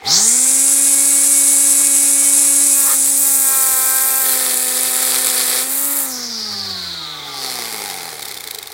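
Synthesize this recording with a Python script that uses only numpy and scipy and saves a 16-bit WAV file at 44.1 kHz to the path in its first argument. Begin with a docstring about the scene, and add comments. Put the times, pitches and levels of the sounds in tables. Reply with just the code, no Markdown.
"""A cordless string trimmer spins up, is lowered until its two lines scrape a concrete edge, coasts down.
The lines hum at their passing rate and whistle as they shed vortices; on the concrete each pass
slaps, rasps and throws grit. Motor and gears whine, the housing rattles, and the slowing line
ends in single ticks. Faint outdoor noise lies underneath."""
import sys
import numpy as np
from scipy import signal
from scipy.fft import rfft, irfft, next_fast_len
from scipy.io import wavfile
from scipy.ndimage import map_coordinates

SR = 44100
rng = np.random.default_rng(int(sys.argv[2]) if len(sys.argv) > 2 else 0)


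def unload_wav(signal):
    """Save mono or channel-first audio to the path in sys.argv[1] as 16-bit WAV at rate SR, clipped to [-1, 1]."""
    wavfile.write(
        sys.argv[1],
        SR,
        np.round(np.clip(np.atleast_2d(signal).T, -1, 1) * 32767).astype(np.int16),
    )


N = 384993
TIME_S = np.arange(N) / SR

# Speed once run up, sagging under load, then coasting. Each row: time in seconds, line passes in Hz.
PASS_RATE = [(1.87, 279.2), (2.65, 281), (2.95, 272.6), (3.26, 274.9), (3.77, 261.8), (4.18, 265.3),
             (4.55, 254), (5.13, 257.6), (5.54, 251.8), (5.87, 281.4), (5.97, 280.5), (6.14, 252.7),
             (6.42, 219.5), (7.07, 159.2), (7.54, 125.5), (8.14, 77.3), (8.73, 42.5)]

# Noise spectra. Each row: frequency in Hz, relative level in dB.
WHISTLE_SPECTRUM = [(3000, -24), (4500, -19), (6000, -12), (7000, -6), (7900, 1), (8500, -0.5), (9400, -6),
                    (10500, -17.5), (12500, -22), (20000, -24.5)]
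HISS_SPECTRUM = [(3000, -11.5), (5500, -16.5), (7500, 3.5), (10200, 6), (12200, -0.5), (14000, 0.5),
                 (16000, -4.5)]
RASP_SPECTRUM = [(190, -36), (260, -16.5), (480, 2), (650, -7), (850, -4.5), (1300, 1), (1700, 0.5),
                 (2200, 3.5), (2850, 2.5), (3500, 5), (4500, 6), (6000, 0), (9000, -10)]
DUST_SPECTRUM = [(8000, -30), (11500, -1), (13000, 1), (14800, 0), (16000, -5)]
AIR_SPECTRUM = [(30, -29), (70, -18), (130, -14), (260, -1), (480, -2.5), (640, -1.5), (900, 1.5),
                (1400, 2), (2200, 2), (2850, -22), (3800, 3.5), (7000, -5), (12000, -12), (16000, -4.5)]
TICK_SPECTRUM = [(530, -57), (900, -33), (1160, -28), (2140, -7), (2450, -10), (2860, -15), (3590, -1),
                 (4630, -5.5), (5890, -15), (8050, -8.5), (12000, -13.5), (14700, -7), (16000, -14)]
OUTDOOR_SPECTRUM = [(25, -26), (60, -5), (140, -3), (300, -15), (800, -1), (3000, 5), (15000, -28)]

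# Partials. Each row: multiple of the head's turning rate, relative level in dB.
HUM_PARTIALS = [(1, -42), (2, 2.5), (3, -27.5), (4, -4), (5, -42), (6, -16), (8, -29)]
SLAP_PARTIALS = [(4, -9), (6, 5), (8, 10), (10, 12), (12, 13), (14, -6), (16, -4.5), (18, 6), (20, -28)]
FLAP_PARTIALS = [(1, -44), (3, -1), (4, 2), (5, -9), (6, 0), (8, -5.5), (10, -2.5), (14, 1.5), (18, -25)]
MOTOR_PARTIALS = [(8.6, -11.5), (10, -13), (12, -13.5), (14, -6.5), (16, 2), (18, -0.5), (20, 3), (22, -3),
                  (24, -7.5), (26, -5), (28, -3)]
GEAR_PARTIALS = [(3.9, -6), (7.7, -5.5), (11.8, 0.5), (15.2, 1.5), (16.8, 5), (19.4, 3)]

# Bent lines unfurl or trail. Each row: centre and spread in seconds, level in dB.
BENT_SWISHES = [(.15, 0.043, -15), (7.47, .13, -26.5)]
# Tips skim the concrete. Each row: start, end and release in seconds, hiss and dust in relative dB.
TIP_GRAZES = [(2.716, 2.942, 0.033, -23, -19), (3.028, 3.08, 0.037, -18, -25),
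              (3.144, 3.285, 0.021, -28, -18), (3.28, 4.33, .06, -33.5, -17.5),
              (5.654, 6.016, 0.077, -21, -21.5)]
# Lines slap the edge. Each row: start, end and release in seconds, level in dB, roughness from 0 to 1.
EDGE_BUZZES = [(2.74, 2.857, .02, -38, 0.25), (2.855, 2.936, 0.0089, -30, .6),
               (3.21, 3.46, 0.023, -38.5, 0), (3.44, 4.217, 0.085, -30, 0), (5.705, 6.02, 0.14, -39.5, 0.7)]
# Lines grind flat. Each row: start, end and release in seconds, rasp, hiss and flap in relative dB.
FLAT_GRINDS = [(4.22, 5.027, 0.024, -28.5, -19.5, -35), (5.01, 5.614, 0.064, -25.5, -19, -35),
               (7.247, 7.832, 0.55, -30, -31, -45.5)]
# Larger flung grains. Each row: time in seconds, relative peak in dB.
STONE_HITS = [(4.5547, -8), (4.5816, -2), (4.6257, -2), (4.6717, 3), (4.712, -4), (4.7969, -2), (4.8374, 0),
              (4.851, 0), (5.342, -4), (5.364, -5)]
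# Force curve of the last strikes. Each row: time in seconds, relative peak in dB.
TICK_FORCE = [(8.23, -20), (8.31, -22.5), (8.44, -22.5), (8.51, -18), (8.63, -23), (8.72, -27.5)]
# Housing resonances. Each row: centre and width in Hz, weights for gears and for knocks in dB.
HOUSING_MODES = [(442, 73, 4.5, -1.5), (788, 96, 9, 4), (1154, 122, 5, -9), (2100, 160, -18, 3)]
# Housing rattle, strongest at low speed. Each row: line passes in Hz, level in dB.
RATTLE_BY_SPEED = [(43, -38.5), (75, -34.5), (105, -31), (140, -33.5), (185, -50.5), (280, -45.5)]
# Rings at start-up and first bite. Each row: centre and spread in seconds, pitch and width in Hz,
# level in dB.
LOAD_RINGS = [(0.081, 0.023, 796, 25.8, -25), (2.883, 0.032, 1087, 43.2, -31),
              (2.908, 0.035, 1256, 60, -34)]

RUN_UP_S, JOLT_S, FLING_AT_S, FLING_S = 0.15, 0.1, 0.024, 0.1
TRIGGER_OFF_S, DROP_S = 5.97, 0.1
BACK_AT_S, BACK_S, BACK_DB = 2.62, 0.42, -6  # the motor is drawn away from the listener


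def whistle(beat, run_up, coast, load, hiss, full_hz=8193, onset_hz=3900, wear_db_per_s=-4):
    """Two unequal lines shed vortices: bands that slide with tip speed and fade as the tips wear."""
    # without drive the pitch soon drops and the upper band fades
    drop_at_s = TRIGGER_OFF_S + 0.06
    pitch_hz = full_hz * (run_up * coast) ** 0.74 * (1 - 0.28 * ramp(drop_at_s, DROP_S))
    upper_gain = run_up * undb(-46 * np.maximum(TIME_S - drop_at_s, 0))
    position = np.cumsum(pitch_hz / 8150)
    spectra = [np.array(WHISTLE_SPECTRUM) * [ratio, 1] for ratio in (1, 1.211)]
    lower, upper = (map_coordinates(colour(noise(), s), [position], mode="wrap") for s in spectra)
    band = (lower + upper_gain * upper) / np.hypot(1, upper_gain)
    gain = undb(-10.5 + wear_db_per_s * np.cumsum(load) / SR)
    flutter = unit(undb(walk(400) + 0.59 * walk(45)))
    chop_depth = np.clip(0.086 + 0.79 * hiss / gain, 0, 0.7)  # deeper on the ground
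    chop = 1 - chop_depth + 0.15 * chop_depth * beat
    return band * flutter * chop * gain / np.sqrt(1 + (onset_hz / pitch_hz) ** 16)


def lines(turns, swing, buzz, flap, hum_db=-32, choke_db=-8, free_slap_db=-47):
    """Two lines hum in the air, buzz on the edge and flap when bent."""
    hum = partials(turns, HUM_PARTIALS, waver_db=0.5, waver_hz=12, wobble_rad=0.21)
    # on rough contact the hits come unevenly and one line lags
    roughness = sum(row[4] * touch(*row[:3]) for row in EDGE_BUZZES)
    uneven_turns = turns + roughness * (0.011 * walk(110) + 0.046 * np.sin(2 * np.pi * turns))
    slap = partials(uneven_turns, SLAP_PARTIALS, waver_db=1.5, waver_hz=9, wobble_rad=0.067)
    flapping = partials(turns, FLAP_PARTIALS, waver_db=1, waver_hz=14, wobble_rad=0.1)
    hum_gain = swing * undb(hum_db + choke_db * buzz / buzz.max())
    slap_gain = buzz + swing * undb(free_slap_db)
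    return hum * hum_gain + slap * slap_gain + flapping * (flap + buzz * undb(-8))


def swishes(beat, centre_hz=4570, width_hz=1500):
    """A bent line meets the air broadside and swishes below the whistle, throbbing with each pass."""
    band = unit(resonance(resonance(noise(), centre_hz, width_hz), centre_hz, width_hz))
    gain = sum(undb(db) * bell(at_s, spread_s) for at_s, spread_s, db in BENT_SWISHES)
    return band * unit(1 + 0.38 * beat) * gain


def scrape(drag, hiss, rasp, dust):
    """Each pass drags a tip over concrete: sandy hiss, lower rasp, fine dust, flying grit."""
    hissing = colour(drag * (noise() + 0.5 * grit(rate_hz=440, spread_db=4.2)), HISS_SPECTRUM)
    rasping = colour(drag * (noise() + 0.36 * grit(rate_hz=300, spread_db=6.5)), RASP_SPECTRUM)
    spray = colour(drag * (noise() + 0.4 * grit(rate_hz=700, spread_db=1.7)), DUST_SPECTRUM)
    stones = colour(noise(), HISS_SPECTRUM) * bursts(STONE_HITS, rise_s=0.00005, fall_s=0.00022)
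    grip_db = 0.82 * walk(22)  # tips catch and slip
    return (hissing * hiss * undb(2.5) + rasping * rasp * undb(4 + grip_db)
            + spray * dust + stones * undb(-12))


def ticks(first_s=8.228, rate_hz=36.3, brake_hz_per_s=31.9, count=15, swell_s=0.0017):
    """One line brushes the concrete once a turn as the head brakes evenly: a swish, a faint tail."""
    slowed_hz = np.sqrt(rate_hz ** 2 - 2 * brake_hz_per_s * np.arange(count))
    times_s = first_s + (rate_hz - slowed_hz) / brake_hz_per_s
    hits = list(zip(times_s, np.interp(times_s, *np.transpose(TICK_FORCE))))
    swish = sum(undb(db) * bell(at_s, swell_s) for at_s, db in hits)
    tail = undb(-12) * bursts(hits, rise_s=0.002, fall_s=0.0046)
    return colour(noise(), TICK_SPECTRUM) * (swish + tail) * undb(-0.5)


def motor(turns, power, level_db=-31):
    """The motor whines under power."""
    whine = partials(turns, MOTOR_PARTIALS, waver_db=2.5, waver_hz=22, wobble_rad=0.077)
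    return whine * power * undb(level_db)


def gears(turns, power, coast, load, jolt, driven_db=-34.5, load_db=-14, coast_db=-36.5, jolt_db=-40):
    """Gears chatter through the housing, most when unloaded."""
    mesh = partials(turns, GEAR_PARTIALS, waver_db=3, waver_hz=30, wobble_rad=0.67)
    housed = sum(undb(db) * resonance(mesh, hz, width_hz) for hz, width_hz, db, _ in HOUSING_MODES)
    driven = power * undb(driven_db + load_db * load)
    freewheeling = ramp(TRIGGER_OFF_S, 0.58) ** 2 * coast * undb(coast_db)
    return unit(housed) * (driven + freewheeling + jolt * undb(jolt_db))


def rattle(turns, drag, pass_hz, jolt, jolt_db=-34):
    """One hard knock mid-pass, with loose chatter around it, rings the housing."""
    mid_pass = np.diff(np.floor(2 * turns + 0.5), prepend=0)
    knocks = unit(mid_pass * drag) + noise() * drag
    housed = sum(undb(db) * unit(resonance(knocks, hz, width_hz))
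                 for hz, width_hz, _, db in HOUSING_MODES)
    level_db = np.interp(pass_hz, *np.transpose(RATTLE_BY_SPEED))
    return unit(housed) * np.hypot(undb(level_db), jolt * undb(jolt_db))


def rings():
    """Sudden loads briefly ring the housing and guard."""
    out = 0
    for at_s, spread_s, hz, width_hz, db in LOAD_RINGS:
        tone = np.sqrt(2) * np.sin(2 * np.pi * hz * TIME_S + walk(2 * width_hz))
        out += tone * undb(db) * bell(at_s, spread_s)
    return out


def air(extension, coast, jolt, rasp, steady_db=-35.5, jolt_db=-25, rasp_db=-10.5):
    """Turbulence around the head, stronger as the lines fling out and where they drag."""
    spin_gain = extension * np.hypot(undb(steady_db) * coast ** 0.43, jolt * undb(jolt_db))
    gain = np.hypot(spin_gain, rasp * undb(rasp_db))
    return colour(noise(), AIR_SPECTRUM) * gain * undb(2 * walk(35))


def shudder(turns, turn_hz, shaft_hz=96, width_hz=11.2, peak_db=-44.5):
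    """The unbalanced head shakes the flexible shaft, most when sweeping through its resonance."""
    detuning = (turn_hz / shaft_hz - shaft_hz / turn_hz) * shaft_hz / width_hz
    shake = np.sqrt(2) * np.sin(2 * np.pi * turns) / np.hypot(1, detuning)
    return shake * undb(peak_db + 2.1 * walk(21))


def outdoors(level_db=-44):
    """Steady background noise."""
    return undb(level_db) * colour(noise(), OUTDOOR_SPECTRUM)


def motion():
    """Pass rate, share of the run-up reached, share of speed left after the trigger is let go."""
    running_hz = np.interp(TIME_S, *np.transpose(PASS_RATE))
    run_up = 1 - np.exp(-((TIME_S + 1 / SR) / RUN_UP_S) ** 0.93)
    release_hz = np.interp(TRIGGER_OFF_S, TIME_S, running_hz)
    coast = np.where(TIME_S > TRIGGER_OFF_S, running_hz / release_hz, 1)
    return running_hz * run_up, run_up, coast


def strikes(turns, width_passes, scatter_db=2.5, worn_db=-2.5):
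    """One bump per line pass, each of random size; the shorter line hits softer."""
    passes = 2 * turns
    index = passes.astype(int)
    size = undb(scatter_db * noise()[index] + worn_db * (index % 2))
    return unit(size * np.exp(-0.5 * ((passes % 1 - 0.5) / width_passes) ** 2))


def contact():
    """All touches summed: load from 0 to 1, then gains of hiss, rasp, dust, buzz and flap."""
    skim, dust = touches(TIP_GRAZES)
    (buzz,) = touches([row[:4] for row in EDGE_BUZZES])
    grind, hiss, flap = touches(FLAT_GRINDS)
    load = np.minimum(sum(touch(*row[:3]) for row in TIP_GRAZES + FLAT_GRINDS), 1)
    rasp = np.hypot(grind, np.hypot(buzz * undb(-4), skim * undb(-17)))
    return load, np.hypot(hiss, skim), rasp, dust, buzz, flap


def touch(start_s, end_s, release_s):
    """Envelope of one touch of the concrete: bite, hold, release."""
    bite_s = 0.031 + 0.48 * release_s
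    return ramp(start_s, bite_s) * np.exp(-np.maximum(TIME_S - end_s, 0) / release_s)


def touches(table):
    """Gain over time for each level column."""
    return sum(np.outer(undb(row[3:]), touch(*row[:3])) for row in table)


def partials(turns, orders, waver_db, waver_hz, wobble_rad):
    """Tones locked to the rotation, wavering in level and phase; rms 1."""
    out = 0
    for order, db in orders:
        # order ** 2 spreads the phases of the partials, so peaks stay low and layers on the same orders add
        # alike
        phase = 2 * np.pi * order * turns + order ** 2 + wobble_rad * walk(waver_hz)
        out += undb(db + waver_db * walk(waver_hz)) * np.sin(phase)
    return unit(out)


def grit(rate_hz, spread_db):
    """Sparse clicks, mostly small; rms 1."""
    size = undb(spread_db * np.minimum(rng.exponential(size=N), np.pi))
    return unit((rng.random(N) < rate_hz / SR) * size * np.sign(noise()))


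def colour(x, spectrum):
    """Filter by (Hz, dB) points, rolling off below the first; rms 1."""
    hz, db = np.transpose(spectrum)
    size = 2 * next_fast_len(N // 2 + 1)
    bins_hz = np.maximum(np.fft.rfftfreq(size, 1 / SR), 1)
    gain = undb(np.interp(np.log(bins_hz), np.log(hz), db)) * np.minimum(bins_hz / hz[0], 1) ** 2
    return unit(irfft(rfft(x, size) * gain)[:N])


def resonance(x, hz, width_hz):
    """Band-pass, gain 1 at its centre."""
    return signal.lfilter(*signal.iirpeak(hz, hz / width_hz, SR), x)


def bursts(hits, rise_s, fall_s):
    """Envelope of short (seconds, dB) events."""
    out = 0
    for at_s, db in hits:
        decay = np.maximum((at_s - TIME_S) / rise_s, (TIME_S - at_s) / fall_s)
        out += undb(db) * np.exp(-np.minimum(decay, 20))
    return out


def bell(at_s, spread_s):
    """Gaussian envelope, peak 1."""
    return np.exp(-0.5 * ((TIME_S - at_s) / spread_s) ** 2)


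def ramp(start_s, length_s):
    """Linear rise from 0 to 1."""
    return np.clip((TIME_S - start_s) / length_s, 0, 1)


def walk(rate_hz):
    """Smooth random wander; rms 1."""
    knots = rng.standard_normal(int(N / SR * rate_hz) + 4)
    return unit(signal.resample(knots, next_fast_len(N))[:N])


def noise():
    """White noise."""
    return rng.standard_normal(N)


def undb(db):
    """Decibels to gain."""
    return 10 ** (np.asarray(db) / 20)


def unit(x):
    """Scale to rms 1."""
    return x / np.sqrt(np.mean(x ** 2))


def scene():
    """One rotation drives lines, motor and gears; both channels alike."""
    pass_hz, run_up, coast = motion()
    load, hiss, rasp, dust, buzz, flap = contact()
    turns = np.cumsum(pass_hz / 2 * (1 + 0.00068 * walk(25))) / SR
    jolt = TIME_S / JOLT_S * np.exp(1 - TIME_S / JOLT_S)  # starting torque
    extension = ramp(FLING_AT_S, FLING_S)  # the lines fling out
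    nearness = undb(BACK_DB * ramp(BACK_AT_S, BACK_S))
    power = nearness * run_up ** 3.3 * (1 - ramp(TRIGGER_OFF_S, DROP_S))
    beat = strikes(turns, width_passes=0.17 * (pass_hz / pass_hz.max()) ** 0.43)
    drag = unit(beat + 1.08)  # tips never quite leave the ground
    sag_hz = pass_hz.max() - pass_hz / (run_up * coast)
    swing = extension * coast ** 2.5 * undb(-0.29 * sag_hz)  # the hum fades with lost speed
    mix = extension * whistle(beat, run_up, coast, load, hiss)
    mix += lines(turns, swing, buzz, flap) + air(extension, coast, jolt, rasp)
    mix += motor(turns, power) + gears(turns, power, coast, load, jolt)
    mix += rattle(turns, drag, pass_hz, jolt) + shudder(turns, pass_hz / 2) + rings()
    mix += scrape(drag, hiss, rasp, dust) + ticks() + outdoors()
    mix += extension * swishes(beat)
    return np.tile(mix, (2, 1))


def record(dry, ceiling=1.66, top_hz=15850):
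    """Microphone dip in the upper middle, rounded peaks, steep low-pass."""
    dipped = dry - 0.63 * resonance(dry, hz=2835, width_hz=1040)
    rounded = ceiling * np.tanh(dipped / ceiling)
    return signal.sosfilt(signal.ellip(12, 0.2, 80, top_hz, fs=SR, output="sos"), rounded)


dry = scene()
out = record(dry)
unload_wav(out)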